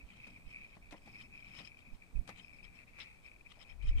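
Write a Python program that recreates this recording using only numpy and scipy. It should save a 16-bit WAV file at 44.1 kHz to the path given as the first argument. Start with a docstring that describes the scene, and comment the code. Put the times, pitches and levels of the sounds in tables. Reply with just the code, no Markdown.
"""A low, uneven rumble: a small scooter rolls far ahead on a paved lane between hedges.
Someone follows on foot with a camera. Their soles thud softly and scrape on grit, their jacket
swishes by the left microphone, and tiny ticks ring out, probably the case creaking in the hand.
Gusts of wind thump the two microphones, hardest at the end. Under it all lie a soft hiss of
outdoor air and the camera's faint electrical whine."""
import sys
import numpy as np
from scipy import signal
from scipy.fft import rfft, irfft
from scipy.io import wavfile
from scipy.ndimage import uniform_filter1d

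SR = 44100
rng = np.random.default_rng(int(sys.argv[2]) if len(sys.argv) > 2 else 0)


def waveform_to_disk(signal):
    """Save audio, clipped to [-1, 1], as 16-bit WAV at the path in sys.argv[1]."""
    frames = np.transpose(np.atleast_2d(signal))
    scaled = np.clip(frames, -1, 1) * 32767
    samples = np.round(scaled).astype(np.int16)
    wavfile.write(sys.argv[1], SR, samples)


N = 176400
T = np.arange(N) / SR


def amp(db):
    """Turns decibels into a number to multiply by."""
    return 10 ** (np.asarray(db) / 20)


def unit(x):
    """Scales a signal to an average strength (rms) of one."""
    return x / np.sqrt(np.mean(x ** 2) + 1e-20)


def curve(points):
    """Joins (time [s], value) points with straight lines."""
    return np.interp(T, *np.transpose(points))


def colour(x, points):
    """Turns lows and highs up or down, following (frequency [Hz], level [dB]) points."""
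    hz, db = np.transpose(points)
    bins_hz = np.fft.rfftfreq(N, 1 / SR)
    gain = amp(np.interp(np.log(bins_hz + 1), np.log(hz + 1), db))
    return irfft(rfft(x) * gain, N)


def pan(db):
    """Left and right gains that make the left side louder by db."""
    return amp(np.array([[.5], [-.5]]) * db)


def stereo_noise(alike):
    """White noise for both sides: alike is 1 for the same, 0 for unrelated, -1 for opposite."""
    left, other = rng.standard_normal((2, N))
    return np.array([left, alike * left + np.sqrt(1 - alike ** 2) * other])


def steady(x, span_s):
    """Evens out loudness over a span of time, keeping the finer grain."""
    size = int(span_s * SR)
    power = uniform_filter1d(uniform_filter1d(x ** 2, size), size)
    return x / np.sqrt(abs(power) + 1e-4 * np.mean(x ** 2))


def swell(middle, half_s, db, flatness=2.42):
    """A smooth rise and fall: a bell at flatness 2, flatter on top above that."""
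    return amp(db) * np.exp(-.5 * np.minimum(abs(T - middle) / half_s, 20) ** flatness)


def hit(start, decay_s, db, rise_s=0.00028):
    """A quick rise that then dies away."""
    age = np.maximum(T - start, 0)
    return amp(db) * np.minimum(age / rise_s, 1) * np.exp(-np.maximum(age - rise_s, 0) / decay_s)


def grains(per_s, scatter_db):
    """Random clicks of uneven size."""
    size = amp(scatter_db * np.clip(rng.standard_normal(N), -2, 2))
    return size * rng.choice([-1, 1], N) * (rng.random(N) < per_s / SR)


def patchy(x, patch_db, flutter_db):
    """Lets the tone and loudness of a rubbing noise wander from moment to moment."""
    spectra = signal.stft(x, nperseg=256)[2]
    patches = uniform_filter1d(rng.standard_normal(spectra.shape), size=2, axis=0)
    patches = unit(uniform_filter1d(patches, size=5, axis=1))
    flutter = unit(uniform_filter1d(rng.standard_normal(spectra.shape[1]), size=3))
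    gain = amp(patch_db * np.clip(patches, -2, 2) + flutter_db * np.clip(flutter, -2, 2))
    return unit(signal.istft(spectra * gain, nperseg=256)[1][:N])


def add(mix, middle, sound):
    """Mixes in a short sound centred on a time."""
    part = mix[:, round(middle * SR) - sound.shape[1] // 2:][:, :sound.shape[1]]
    part += sound[:, :part.shape[1]]


def from_left(x, lag_s=0.00015):
    """Sound from the left reaches the right microphone a moment later."""
    return np.array([x[0], np.interp(T - lag_s, T, x[1])])


# tone of the background hiss (frequency [Hz], level [dB])
AIR_TONE = [(15, -2), (40, -1.5), (90, -7), (200, -18.5), (400, -20.5), (800, -22.5), (1600, -29),
            (3000, -32.5), (4500, -35), (6800, -38), (8400, -37.5), (11000, -41), (15500, -47)]
def air():
    """Still outdoor air and the microphones make a soft, steady hiss."""
    return amp(-62.5) * unit(colour(stereo_noise(alike=0.17), AIR_TONE))


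# tone of the whine (frequency [Hz], level [dB])
WHINE_TONE = [(7300, -110), (8000, -98.5), (8250, -97), (8500, -97.5), (8900, -106), (10200, -109)]
# when the whine is louder (start [s], end [s])
WHINE_SPELLS = [(.27, 0.58), (.95, 1.3), (2.03, 2.85), (3.05, 3.35)]
def whine(pulse_hz=216.67, swing_db=7):
    """The camera's electronics pulse, giving thin, high overtones that grow and fade."""
    overtones = pulse_hz * np.arange(1, 48)
    gains = amp(np.interp(overtones, *np.transpose(WHINE_TONE), left=-np.inf))
    tones = sum(gain * np.cos(2 * np.pi * (hz * T + rng.random()))
                for hz, gain in zip(overtones, gains) if gain > 0)
    spells = sum(1. * (T > start) * (T < end) for start, end in WHINE_SPELLS)
    louder = uniform_filter1d(spells, size=1000)
    return np.sqrt(2) * tones * amp(swing_db * (louder - 0.5))


# gusts (middle [s], half length [s], level [dB], pitch [times the usual], side [0 left, 1 right])
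GUSTS = [(0.041, 0.021, -48, 1.35, 1), (0.473, 0.015, -41, 0.93, 1), (.905, 0.02, -50.5, 0.77, 1),
         (1.936, 0.014, -39.5, 1.18, 1), (2.183, 0.028, -28, 1.21, 1), (2.657, 0.057, -56, 0.98, 0),
         (3.807, 0.088, -46.5, 1.67, 0), (3.898, 0.059, -30, 1.3, 0), (3.963, 0.015, -22, 0.89, 0),
         (3.892, 0.031, -25.5, 0.96, 1), (3.972, 0.021, -26, 0.992, 1)]
# usual tone of a gust (frequency [Hz], level [dB])
GUST_TONE = [(8, -1), (26, 8.5), (40, 3), (62, -12), (90, -17), (140, -29), (250, -37.5), (500, -50),
             (1700, -79)]
def wind():
    """Swirls of air thump each microphone separately, each at its own low pitch."""
    sides = np.zeros((2, N))
    for middle, half_s, db, pitch, side in GUSTS:
        swirl = colour(rng.standard_normal(N), [(hz * pitch, level) for hz, level in GUST_TONE])
        sides[int(side)] += swell(middle, half_s, db, flatness=2.94) * steady(swirl, span_s=0.051)
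    return sides


# jacket swishes (middle [s], half length [s], swish level [dB], sizzle level [dB])
JACKET_SWISHES = [(0.136, 0.055, -64, -98), (0.284, 0.058, -68.5, -74), (0.51, 0.033, -65, -73),
                  (0.67, 0.071, -70, -81), (0.973, 0.012, -62.5, -75), (1.142, 0.081, -72.5, -68.5),
                  (1.214, 0.017, -58, -57.5), (1.39, 0.035, -67.5, -71), (1.481, 0.033, -62, -71),
                  (1.573, 0.031, -56, -56), (1.609, 0.03, -55.5, -70), (1.663, 0.019, -59, -56),
                  (1.794, 0.015, -64, -72), (1.945, 0.013, -65, -76), (2.39, 0.023, -54.5, -82),
                  (2.449, 0.028, -71, -69.5), (2.553, 0.032, -75, -72.5), (2.652, 0.015, -61.5, -66.5),
                  (2.764, 0.01, -65, -72), (3.021, 0.018, -53.5, -63), (3.264, 0.02, -66, -72.5),
                  (3.518, 0.017, -56.5, -69.5), (3.617, 0.016, -55.5, -60.5), (3.705, 0.018, -60, -69.5),
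                  (3.834, 0.0082, -57, -70), (3.884, 0.025, -54, -64.5), (4.015, 0.031, -48.5, -81)]
# jacket snaps (time [s], level [dB])
JACKET_SNAPS = [(1.567, -59), (1.587, -45), (3.002, -40.5), (3.015, -47)]
# tones of a swish, its higher sizzle and a snap (frequency [Hz], level [dB])
SWISH_TONE = [(200, -30), (700, -14.5), (1300, -3.5), (1650, -13.5), (2000, -1), (2700, -3), (3000, 2.5),
              (3190, 8), (3400, -8.5), (3700, -2.5), (4300, -10.5), (4550, -15), (6000, -18), (9000, -18.5),
              (15000, -70)]
SIZZLE_TONE = [(3500, -18), (4650, -9.5), (5020, 1.5), (5300, 7.5), (5750, -25), (9500, -24), (15000, -72)]
SNAP_TONE = [(1500, -19), (2100, -3), (3200, -3), (3900, -1.5), (4650, -19), (5250, -2.5), (5900, -38),
             (15000, -63)]
# how the jacket's sound changes at the right microphone (frequency [Hz], gain [dB])
FAR_SIDE_TONE = [(300, -41), (1300, -9), (2200, -2.5), (3100, -11.5), (4000, -44), (5300, -32), (7000, -50),
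                 (14000, 14)]
def jacket(snap_s=0.011):
    """Cloth rubs in short, grainy swishes by the left microphone, and snaps when it pulls tight."""
    def fibres(tone):
        return colour(grains(per_s=5000, scatter_db=3.5), tone)

    def rub(tone, patch_db):
        return steady(patchy(fibres(tone), patch_db, flutter_db=4), span_s=0.067)

    swish = np.sqrt(sum(swell(time, half_s, db) ** 2 for time, half_s, db, _ in JACKET_SWISHES))
    sizzle = np.sqrt(sum(swell(time, half_s, db) ** 2 for time, half_s, _, db in JACKET_SWISHES))
    snap = sum(hit(time, snap_s, db) for time, db in JACKET_SNAPS)
    left, right = (swish * rub(SWISH_TONE, patch_db=3.5)
                   + sizzle * rub(SIZZLE_TONE, patch_db=5.5)
                   + snap * steady(fibres(SNAP_TONE), snap_s) for _ in range(2))
    return np.array([left, colour(right, FAR_SIDE_TONE)])


def tick(hz, lag_rad, width_s):
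    """One short ring of the case; its wave runs a little behind on the right."""
    t = np.arange(-700, 701) / SR
    bell = np.exp(-.5 * (t / width_s) ** 2)
    return bell * np.cos(2 * np.pi * hz * t - np.array([[0], [lag_rad]]))


# how the creaking rises and falls (time [s], level [dB])
CREAK_LEVELS = [(0.0, -52), (0.07, -72.5), (0.11, -55), (0.13, -65.5), (0.24, -50.5), (0.34, -60),
                (0.37, -52), (0.44, -66), (0.56, -45.5), (0.65, -50), (0.68, -64), (0.75, -54), (0.79, -86),
                (0.83, -58.5), (0.98, -64.5), (1.01, -67.5), (1.09, -54), (1.12, -61), (1.15, -49),
                (1.26, -56.5), (1.28, -68.5), (1.35, -46.5), (1.39, -55), (1.6, -54), (1.83, -63.5),
                (1.87, -57.5), (1.99, -74), (2.03, -52.5), (2.05, -65.5), (2.14, -69.5), (2.16, -58.5),
                (2.24, -74.5), (2.29, -54), (2.35, -60.5), (2.67, -56), (2.7, -64), (2.8, -59.5),
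                (2.84, -59), (2.85, -90), (2.88, -76), (2.92, -71), (3.0, -52.5), (3.23, -67.5),
                (3.27, -48), (3.3, -64), (3.32, -55.5), (3.39, -69), (3.41, -52), (3.43, -94),
                (3.46, -48.5), (3.49, -66.5), (3.65, -63.5), (3.71, -54), (3.78, -78.5), (3.81, -58.5),
                (4.0, -54)]
# how far to the left the creaking sits (time [s], left minus right [dB])
CREAK_SIDE = [(0, 1), (.6, 1.5), (1.2, 2.5), (1.7, 7), (2.3, 5), (2.7, 8), (3.05, 4), (3.5, 9), (4, 6.5)]
# the sharpest ticks (time [s], level [dB])
SHARP_TICKS = [(0.09, -53.5), (0.203, -46), (0.537, -43), (0.546, -39), (0.562, -38.5), (.572, -48),
               (.5825, -48), (0.598, -49), (0.615, -46), (0.6352, -44.5), (1.3286, -49), (1.352, -44.5),
               (1.378, -43), (1.427, -44.5), (1.4467, -46), (1.675, -45.5), (1.719, -48.5), (1.772, -53),
               (2.024, -49.5), (2.16, -50), (2.448, -43.5), (2.483, -49), (2.496, -50), (2.631, -48),
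               (2.79, -46), (3.061, -47), (3.102, -52), (3.317, -48), (3.364, -51), (3.412, -50),
               (3.469, -53)]
# short dry rubs, and one brief scuff as a foot lands (middle [s], half length [s], level [dB])
DRY_RUBS = [(0.23, 0.056, -72), (0.929, 0.0026, -53.5), (1.205, 0.0065, -59), (2.307, 0.024, -62),
            (2.791, 0.035, -65.5), (2.888, 0.013, -64), (3.029, 0.073, -62.5)]
# tone of the dry rubbing (frequency [Hz], level [dB])
RUB_TONE = [(600, -16), (1300, -9), (1650, -13), (1950, -0.5), (2250, 5), (2650, 5), (2900, -18),
            (3300, -16), (4500, -16.5), (8000, -30.5)]
def case_creak(ring_hz=2425, spread_hz=74, lag_rad=2.256, ticks_per_s=240, stick_s=0.011, stick_db=-5.5):
    """Tiny slips of the hand ring the case over a dry rubbing; the grip sticks around each sharp tick."""
    count = 16
    pitches = ring_hz + spread_hz * np.sqrt(3) * np.linspace(-1, 1, count)
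    lags = lag_rad + 0.078 * rng.standard_normal(count)
    creak = np.zeros((2, N))
    for hz, lag in zip(pitches, lags):
        slips = grains(ticks_per_s / count, scatter_db=2.5)
        creak += [signal.oaconvolve(slips, side, "same") for side in tick(hz, lag, width_s=0.0019)]
    sharp, stuck = np.zeros((2, N)), np.zeros(N)
    for time, db in SHARP_TICKS:
        hz = ring_hz + 55 * rng.standard_normal()
        add(sharp, time, amp(db) * tick(hz, lag_rad, width_s=0.0013))
        distance = abs(T - time + stick_s / 2) / stick_s  # zero just before the tick
        stuck = np.maximum(stuck, 1 - distance ** 2)
    strength = amp(curve(CREAK_LEVELS) - 3.5 + stick_db * stuck)
    rub_strength = amp(-7.5) * strength + sum(swell(*rub) for rub in DRY_RUBS)
    rubbing = rub_strength * unit(colour(stereo_noise(alike=-0.32), RUB_TONE))
    return (strength * steady(creak, span_s=0.047) + rubbing + sharp) * pan(curve(CREAK_SIDE))


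# steps and scuffs (time [s], sole level [dB], sole fade [s], thud [dB], grit [dB], heel crack [dB])
FOOTFALLS = [(0.27, -62, 0.021, -80, -83, -62), (0.767, -55, 0.0078, -59, -73, -74),
             (0.924, -53, 0.024, -49.5, -61, -62), (0.941, -54.5, 0.0062, -49.5, -86, -79),
             (1.075, -55, 0.0072, -59, -68, -70), (1.6, -54, 0.012, -69, -61.5, -82),
             (2.291, -49.5, 0.015, -57, -57.5, -55), (3.002, -69, 0.026, -65, -61, -84),
             (3.57, -67, 0.12, -70, -71, -78)]
# tones of the sole, its thud and the grit under it (frequency [Hz], level [dB])
SOLE_TONE = [(100, -15), (250, 3), (370, 8.5), (680, 19), (1100, 11.5), (1500, 2), (2100, 12), (2900, -28),
             (15000, -56)]
THUD_TONE = [(30, -12), (120, -33), (180, 14.5), (230, 11), (300, 15), (430, -8), (900, -37), (4000, -51)]
GRIT_TONE = [(150, -28), (600, 6.5), (1600, 2.5), (2300, 4), (3700, 0.5), (5400, -5), (7000, -9),
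             (9500, -10.5), (15000, -33)]
def footsteps(thud_s=0.0098, scrape_s=0.015, scrape_lead_s=0.01495, crack_s=0.0082):
    """Grit scrapes under the shoe, then the heel cracks down and the sole lands with a soft thud."""
    sole, thud, scrape, crack = np.zeros((4, N))
    for time, sole_db, sole_s, thud_db, grit_db, crack_db in FOOTFALLS:
        sole += hit(time, sole_s, sole_db)
        thud += hit(time, thud_s, thud_db)
        scrape += hit(time - scrape_lead_s, scrape_s, grit_db)
        crack += hit(time, crack_s, crack_db)
    sole_noise = steady(colour(stereo_noise(alike=0.69), SOLE_TONE), span_s=0.012)
    thud_noise = steady(colour(stereo_noise(alike=0.82), THUD_TONE), span_s=0.026)
    sand = np.array([grains(per_s=4100, scatter_db=4.5) for _ in range(2)])
    grit_noise = steady(colour(sand, GRIT_TONE), span_s=0.014)
    landing = (sole * sole_noise + thud * thud_noise) * pan(db=2)
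    crunch = (scrape + crack) * grit_noise * pan(db=17)
    return landing + crunch


# how the rumble rises and falls (time [s], level [dB])
RUMBLE_LEVELS = [(0.0, -66.5), (0.35, -62.5), (0.88, -70.5), (0.94, -74), (0.98, -72), (1.1, -60.5),
                 (1.43, -65), (1.63, -58.5), (1.72, -70.5), (1.95, -60.5), (1.97, -73.5), (2.21, -59.5),
                 (2.26, -65.5), (2.3, -56), (2.4, -66.5), (3.75, -75.5)]
# tone of the rumble (frequency [Hz], level [dB])
RUMBLE_TONE = [(20, -2), (70, -1.5), (120, 4.5), (162, 1.5), (180, 8.5), (202, 2.5), (260, 2), (350, -10),
               (480, -19), (680, -16), (1200, -25), (2000, -46), (4000, -37), (16000, -35)]
def scooter():
    """Small wheels rumble over paving stones, far ahead and a little to the left."""
    rumble = unit(colour(stereo_noise(alike=1), RUMBLE_TONE))
    return rumble * amp(curve(RUMBLE_LEVELS) - 1.5) * pan(db=4)


def scene():
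    """Adds up everything heard at the two microphones."""
    return air() + whine() + from_left(scooter() + footsteps()) + case_creak() + jacket() + wind()


def record(dry):
    """The camera cuts off the very highest treble."""
    low_pass = signal.firwin(511, cutoff=15700, window=("kaiser", 9), fs=SR)
    return signal.oaconvolve(dry, low_pass[None], "same")


dry = scene()
out = record(dry)
waveform_to_disk(out)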